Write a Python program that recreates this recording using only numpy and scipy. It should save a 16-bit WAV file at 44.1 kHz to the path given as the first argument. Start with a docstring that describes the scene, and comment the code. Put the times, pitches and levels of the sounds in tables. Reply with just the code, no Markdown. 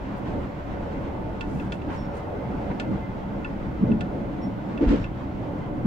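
"""A low rumble and a rush of air fill the front car of an electric train at speed, under a thin whine.
Rail roughness drives the resonances of floor and wheels. Hiss puffs, loose parts clatter, a fitting
ticks, and wheelsets thud over joints, each blow ringing damped modes. Now and then a flange squeals;
once a wheel sings, and once the car body bottoms with a deep thump."""
import sys
import numpy as np
from scipy import signal
from scipy.fft import rfft, irfft, next_fast_len
from scipy.io import wavfile
from scipy.ndimage import uniform_filter1d, map_coordinates

SR = 44100
rng = np.random.default_rng(int(sys.argv[2]) if len(sys.argv) > 2 else 0)


def transcribe(signal):
    """Save signal, clipped to [-1, 1], as a 16-bit WAV file at the path in sys.argv[1]."""
    frames = np.atleast_2d(signal).T
    limited = np.clip(frames, -1, 1)
    pcm = np.round(limited * 32767).astype(np.int16)
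    wavfile.write(sys.argv[1], SR, pcm)


N = 258426


def amp(db):
    return 10 ** (np.asarray(db) / 20)

def unit(x):
    return x / np.sqrt(np.mean(x ** 2) + 1e-20)

def along(points, hz):
    """Interpolate (Hz, value) points on a log frequency axis."""
    f, v = np.transpose(points)
    return np.interp(np.log(hz + 1), np.log(f + 1), v)

def curves(rows):
    """Interpolate each column after the time to one value per sample."""
    s, *cols = np.transpose(rows)
    return [np.interp(np.arange(N) / SR, s, c) for c in cols]

def wobble(rate):
    """Smooth random modulation, rate knots a second."""
    return map_coordinates(rng.standard_normal(int(N * rate / SR) + 4), [np.arange(N) * rate / SR])

def filtered(x, response):
    """Linear filtering: the spectrum of x times a frequency response."""
    m = next_fast_len(x.shape[-1] + SR // 4)
    return irfft(rfft(x, m) * response(np.fft.rfftfreq(m, 1 / SR)), m)[..., :x.shape[-1]]

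def resonance(table, f):
    """Magnitude response of damped resonators, summed in power."""
    return np.sqrt(sum(amp(db) ** 2 * (f * width) ** 2 / ((hz * hz - f * f) ** 2 + (f * width) ** 2)
                       for hz, width, db in table))

def add(out, s, sound):
    """Superpose a short sound at s seconds."""
    part = out[:, round(s * SR):][:, :sound.shape[-1]]
    part += sound[..., :part.shape[1]]

# Coherence of the sound field. Each row: frequency in Hz, left-right correlation.
COHERENCE = [(25, .96), (70, .93), (125, .92), (250, .78), (500, .42), (1000, .3), (2000, .35), (5000, .15),
             (12000, .18)]
def noise(gain, patchy_db):
    """Partly coherent stereo noise of rms 1, its gain patchy in time and frequency."""
    spectra = signal.stft(rng.standard_normal((2, N)), nperseg=1024)[2]
    patches = uniform_filter1d(rng.standard_normal(spectra.shape[1:]), size=5, axis=0)
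    patches = unit(uniform_filter1d(patches, size=5, axis=1))
    pair = signal.istft(spectra * amp(patchy_db * patches), nperseg=1024)[1][:, :N]
    turn = lambda f: np.arccos(np.clip(along(COHERENCE, f), -1, 1)) / 2
    mid, side = filtered(pair, lambda f: gain(f) * [np.cos(turn(f)), np.sin(turn(f))])
    return unit(np.array([mid + side, mid - side]))

def puff(t, gain, rise, fall):
    """Grainy noise under a Gaussian envelope that peaks at t = 0."""
    grains = rng.standard_normal((2, len(t))) * amp(1.7 * wobble(204.5)[:len(t)])
    return unit(filtered(grains, gain)) * np.exp(-(t / np.where(t < 0, rise, fall)) ** 2)

def tones(tracks, waver_hz, flutter_db):
    """Tones randomly modulated in pitch and level, one harmonic per level column."""
    out, t = np.zeros(N), np.arange(N) / SR
    for rows in tracks:
        hz, *levels = curves(rows)
        phase = 2 * np.pi * np.cumsum(hz + waver_hz * wobble(27)) / SR
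        gate = np.clip(np.minimum(t - rows[0][0], rows[-1][0] - t) / .01, 0, 1)
        for k, db in enumerate(levels, 1):
            out += np.sqrt(2) * gate * amp(db + flutter_db * wobble(29.7)) * np.sin(k * phase)
    return out

def notes(events, overtones_db=()):
    """Tone tracks with an envelope of attack, sagging hold and release."""
    envelope = [(0, -20), (.34, 0), (.68, -4.5), (1, -20)]  # (share of the length, dB)
    return [[(s + share * length, hz, db + dip, *(db + dip + over for over in overtones_db))
             for share, dip in envelope] for s, length, hz, db in events]


# Spectrum of the sway. Each row: frequency in Hz, relative density in dB.
SWAY_SPECTRUM = [(7.1, -54), (12, -2.5), (38, 5), (75, 5), (92, 2.5), (113, -10.5), (130, 0), (170, -13.5),
                 (290, -120)]
def body_sway():
    """Forced vibration: the shaken car body radiates a deep rumble."""
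    return noise(lambda f: amp(along(SWAY_SPECTRUM, f)), patchy_db=-.5)

# Floor panel modes. Each row: frequency in Hz, bandwidth in Hz, gain in dB.
FLOOR_MODES = [(118.7, 22.5, 0.5), (189.6, 31, 1.5), (204.7, 31, -2.5), (270.5, 34, -3), (307.6, 59, -0.5),
               (148, 41, -7)]
def floor_drone(cutoff_hz=420):
    """Resonance: randomly driven floor panels drone at their modes."""
    return noise(lambda f: resonance(FLOOR_MODES, f) / (1 + (f / cutoff_hz) ** 4), patchy_db=2)

# Spectrum of rolling noise. Each row: frequency in Hz, relative density in dB.
ROLL_SPECTRUM = [(180, -41.5), (300, -12.5), (323, -10.5), (443, -10), (565, -5), (660, -10), (899, -13),
                 (949, -18.5), (1500, -23), (1950, -41), (3300, -120)]
# Wheel and rail modes. Each row: frequency in Hz, bandwidth in Hz, gain in dB.
WHEEL_MODES = [(429, 5.6, -1.5), (469.3, 4.3, 1.5), (566, 6.2, 1), (731, 4.3, 2), (884, 3.2, -0.5),
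               (2055, 16, -16), (2560, 26, -27)]
def wheel_roll():
    """Rolling contact makes broadband noise and excites wheel and rail modes."""
    broad = noise(lambda f: amp(along(ROLL_SPECTRUM, f)), patchy_db=2.5)
    ringing = noise(lambda f: resonance(WHEEL_MODES, f), patchy_db=2)
    return broad + amp(-5.5) * ringing

# Spectrum of the passing air. Each row: frequency in Hz, relative density in dB.
AIR_SPECTRUM = [(500, -19), (900, -2), (1200, -8.5), (1500, -9.5), (2200, -15.5), (3300, -22.5),
                (3800, -27), (5500, -34.5), (8000, -42), (9000, -63.5), (10000, -73)]
def air_rush(roughness, start_db=-44, fall_db_per_s=.34):
    """Flow noise: air rushes past, fluttering and slowly easing."""
    db = start_db - fall_db_per_s * np.arange(N) / SR + .5 * roughness + wobble(18)
    return amp(db) * noise(lambda f: amp(along(AIR_SPECTRUM, f)), patchy_db=1)

# Course of the rumble. 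Each row: time in seconds, then drone, roll and sway gains in dB.
RUMBLE_LEVELS = [(0, -38, -40.5, -36), (.22, -31, -38, -41), (.38, -30, -35, -31), (.5, -35.5, -40, -37),
                 (.96, -32.5, -38, -36.5), (1.28, -32, -36, -37), (1.7, -32.5, -39.5, -35.5),
                 (2.3, -34, -36, -37), (2.8, -31, -36.5, -37.5), (2.93, -25.5, -36, -37),
                 (3.04, -33.5, -40, -38), (3.75, -33, -38.5, -36.5), (3.97, -29, -38.5, -34.5),
                 (4.2, -31, -38, -38.5), (4.75, -30.5, -40.5, -45), (4.93, -25.5, -34.5, -30.5),
                 (5.08, -33, -42, -34.5), (5.5, -30.5, -40, -39), (5.86, -31, -37.5, -34.5)]
def running_noise():
    """Amplitude modulation: one roughness curve varies drone, roll and air above the sway."""
    drone_db, roll_db, sway_db = curves(RUMBLE_LEVELS)
    roughness = wobble(7)
    sway = amp(sway_db) * body_sway()
    drone = amp(drone_db + .19 * roughness) * floor_drone()
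    roll = amp(roll_db + .9 * roughness) * wheel_roll()
    return sway + drone + roll + air_rush(roughness)

# Two successive glides. Each row of each: time in seconds, frequency in Hz, level in dB.
WHINE_GLIDES = [
    [(0, 11800, -92), (1, 11660, -92), (2.2, 11660, -92)],
    [(2.38, 12000, -92), (2.55, 11780, -92), (4, 11560, -92), (5, 11460, -92), (5.86, 11500, -92)],
]
def whine():
    """Frequency modulation: a faint treble tone wavers and drifts."""
    return tones(WHINE_GLIDES, waver_hz=12, flutter_db=1.5)

# Puffs of hiss. Each row: peak time in seconds, level in dB, fall in seconds, centre in Hz.
HISS_PUFFS = [(.178, -66, .02, 11000), (1.55, -64, 0.14, 6000), (1.58, -72.5, .11, 12400),
              (1.745, -65, .03, 6500), (1.949, -60, 0.056, 5000), (2.17, -63, 0.041, 6250),
              (4.92, -80.5, 0.065, 12400)]
def swishes():
    """Band-limited noise swells and fades in soft treble puffs."""
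    out, t = np.zeros((2, N)), np.arange(-SR // 6, SR // 4) / SR
    for s, db, fall, centre_hz in HISS_PUFFS:
        band = lambda f: amp(-np.where(f < centre_hz, 6, 14) * np.log2(f / centre_hz + 1e-3) ** 2)
        add(out, s + t[0], amp(db) * puff(t, band, rise=.7 * fall, fall=fall))
    return out

# Rattles. Each row: peak time in seconds, level in dB, fall in seconds, tilt in dB per octave.
RATTLES = [(.27, -45.5, .032, 4), (1.9, -36.5, 0.081, -1), (2.71, -37, 0.017, -2), (3.288, -55, .015, 3),
           (4.825, -39.5, 0.08, 3.2), (4.892, -37, 0.12, 5.5)]
def clatter(cutoff_hz=6040):
    """Dense impacts of shaken loose parts merge into noise, coloured like the air but tilted."""
    out, t = np.zeros((2, N)), np.arange(-SR // 6, SR // 4) / SR
    for s, db, fall, tilt in RATTLES:
        colour = lambda f: amp(along(AIR_SPECTRUM, f) + tilt * np.log2(f + 1)) / (1 + (f / cutoff_hz) ** 2)
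        add(out, s + t[0], amp(db) * puff(t, colour, rise=.014, fall=fall))
    return out

# Modes of the fitting and of its panel. Each row: frequency in Hz, level in dB, T60 in seconds.
FITTING_MODES = [(2650, 0, .027), (3170, -8, .028), (3430, -6, .035), (2374, -8, .035), (4370, -19, .03),
                 (4705, -19, .03)]
PANEL_MODES = [(1424, 15, 0.072), (1580, -4.5, 0.072), (1764, 10.5, 0.1)]
# Spectrum of a tap's crack. Each row: frequency in Hz, gain in dB.
CRACK_SPECTRUM = [(700, -37.5), (1400, -2.5), (3000, 4), (6000, -11), (8500, -16), (10000, -57),
                  (12000, -37), (16000, -43.5)]
# Taps. Each row: start in seconds, gain in dB, hardness, panel gain in dB, left minus right in dB.
TAPS = [(1.4087, -26, -5, -17, -2), (1.598, -33, -14, -17.5, 5), (1.721, -27, -2.5, -16, -1),
        (1.8178, -41.5, -7, -18, -4), (2.798, -27.5, 0.5, -12, 1.5), (3.4465, -27, -14, -14, 0),
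        (3.917, -33.5, -13.5, -16, -3), (4.0079, -31.5, -0.5, -11.5, -1), (4.776, -32, -10.5, -16, -3),
        (5.0418, -28, -13, -18, 1)]
def fitting_ticks(tail_db=-15.5, tail_t60=.15, panel_rise_s=.0035):
    """Impact excitation rings fitting and panel; harder taps add upper modes and crack."""
    out, t = np.zeros((2, N)), np.arange(SR // 6) / SR

    def ring(modes, upper_db):
        return sum(amp(db + upper_db * (k > 0) + rng.standard_normal() - 60 * t / t60)
                   * np.sin(2 * np.pi * hz * t) for k, (hz, db, t60) in enumerate(modes))

    main_band = lambda f: resonance([(FITTING_MODES[0][0], 200, 0)], f) ** 3
    for s, db, hardness, panel_db, pan_db in TAPS:
        # The cab scatters the crack and prolongs the fitting's main mode.
        burst = (1 - np.exp(-t / .0005)) * (amp(-60 * t / .03) + amp(-9 - 60 * t / .12))
        crack = filtered(rng.standard_normal((2, len(t))) * burst, lambda f: amp(along(CRACK_SPECTRUM, f)))
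        tail = unit(filtered(rng.standard_normal((2, len(t))), main_band))
        tail *= amp(tail_db - 60 * t / tail_t60)
        metal = (ring(FITTING_MODES, .7 * hardness) + tail) * (1 - np.exp(-t / .0006))
        panel = amp(panel_db) * ring(PANEL_MODES, 0) * (1 - np.exp(-t / panel_rise_s)) ** 2
        tap = metal + panel + amp(1.2 * hardness + 1) * crack
        add(out, s, amp(db) * tap * amp([[pan_db / 2], [-pan_db / 2]]))
    return out

# Car body modes. Each row: frequency in Hz, level in dB.
BODY_MODES = [(118, -6), (155, -2.5), (195, -1), (230, -1.5), (285, -2.5), (330, -3), (420, -0.5),
              (490, -1), (570, -3.5)]
# Blows at rail joints. Each row: peak time in seconds, gain in dB, centre in Hz, T60 in seconds.
JOINT_BLOWS = [(1.555, -22.5, 176, 0.13), (1.885, -24, 278, 0.036), (2.696, -24, 174, 0.077),
               (2.891, -28, 195, 0.13), (2.935, -23, 191, 0.16), (2.979, -36, 206, 0.097),
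               (3.824, -12.5, 202, 0.069), (3.852, -15, 114, .25), (3.884, -29.5, 565, 0.29),
               (3.897, -17, 243, 0.099), (3.919, -16, 219, 0.12), (3.971, -26, 217, 0.1),
               (4.055, -26, 192, 0.1), (4.822, -12, 297, 0.057), (4.857, -20, 252, 0.03),
               (4.912, -14.5, 282, 0.039), (4.934, -15, 284, 0.055), (5.858, -11.5, 223, .2)]
def joint_thuds(rise_s=.018):
    """Vibration isolation: the suspension softens each blow, so modes near its centre swell, then die."""
    out, t = np.zeros((2, N)), np.arange(SR // 3) / SR
    swell = np.sin(np.pi / 2 * np.clip(t / rise_s, 0, 1)) ** 2
    decay_time = np.hypot(np.maximum(t - rise_s, 0), .02) - .02  # rounds off the peak
    # Every blow also wakes a later, weaker, higher and shorter group of modes.
    uppers = [(s + .013, db - 10.5, hz * 1.635, t60 * .64) for s, db, hz, t60 in JOINT_BLOWS]
    for s, db, centre_hz, t60 in JOINT_BLOWS + uppers:
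        ring = 0
        for hz, level in BODY_MODES:
            cycles = hz * t + rng.random() + rng.normal(0, .068, (2, 1))
            ring += amp(level - 75 * np.log2(hz / centre_hz) ** 2) * np.sin(2 * np.pi * cycles)
        add(out, s - rise_s, amp(db - 60 * decay_time / t60) * swell * ring)
    return out

# Squeals. Each row: start in seconds, length in seconds, frequency in Hz, top level in dB.
SQUEALS = [(1.955, 0.097, 5455, -60.5), (2.03, 0.063, 5455, -64), (2.085, .1, 5455, -72),
           (4.405, 0.095, 5466, -58), (4.49, .12, 5466, -77), (4.98, .1, 5500, -68)]
def flange_squeal():
    """Friction-excited vibration: a flange sounds a high tone with a weak octave."""
    return tones(notes(SQUEALS, overtones_db=[-22]), waver_hz=9, flutter_db=2.5)

# The wheel's note. Each row: start in seconds, length in seconds, frequency in Hz, top level in dB.
WHEEL_NOTES = [(2.975, 0.19, 2060, -52.5)]
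def wheel_song():
    """Resonance of a single wheel mode gives a brief, nearly pure tone."""
    return tones(notes(WHEEL_NOTES), waver_hz=4, flutter_db=1.2)

# The deep thump. Each row: start in seconds, gain in dB, frequency in Hz, T60 in seconds.
LURCHES = [(4.868, -7.5, 44.2, 0.21)]
def body_lurch(rise_s=.007):
    """Damped free vibration: the car body bottoms and rings at one low frequency."""
    out, t = np.zeros((2, N)), np.arange(SR // 3) / SR
    for s, db, hz, t60 in LURCHES:
        envelope = amp(db - 60 * t / t60) * (1 - np.exp(-t / rise_s))
        add(out, s, envelope * np.sin(2 * np.pi * hz * t))
    return out

def scene():
    """Superposition: the pressures of all sources add inside the car."""
    return (running_noise() + whine() + swishes() + clatter() + fitting_ticks() + joint_thuds()
            + flange_squeal() + wheel_song() + body_lurch())

# Level difference between the ports. 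Each row: frequency in Hz, left minus right in dB.
PORT_BALANCE = [(25, 2), (60, .2), (250, -.4), (600, -1.6), (2000, -1.5), (8000, 0)]
# Phase difference between the ports. Each row: frequency in Hz, lead of the left in radians.
PORT_PHASE = [(20, 0), (600, -.2), (950, .6), (1210, 2.4), (1460, 2.1), (2070, 5.3), (2580, 5.4),
              (3100, 6.8), (6000, 6.3)]
# Microphone self-noise. Each row: frequency in Hz, relative density in dB.
SELF_NOISE = [(6000, -30), (8800, -8), (10500, -6), (12000, -1), (15800, 0), (16500, -60)]
def record(dry, top_hz=15750):
    """Spaced pickup: two ports a hand apart differ in level and phase, add hiss and limit the band."""
    half = np.array([[.5], [-.5]])
    response = lambda f: amp(half * along(PORT_BALANCE, f)) * np.exp(1j * half * along(PORT_PHASE, f))
    hiss = amp(-77.8) * noise(lambda f: amp(along(SELF_NOISE, f)), patchy_db=.5)
    return filtered(filtered(dry, response) + hiss, lambda f: f < top_hz)


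dry = scene()
out = record(dry)
transcribe(out)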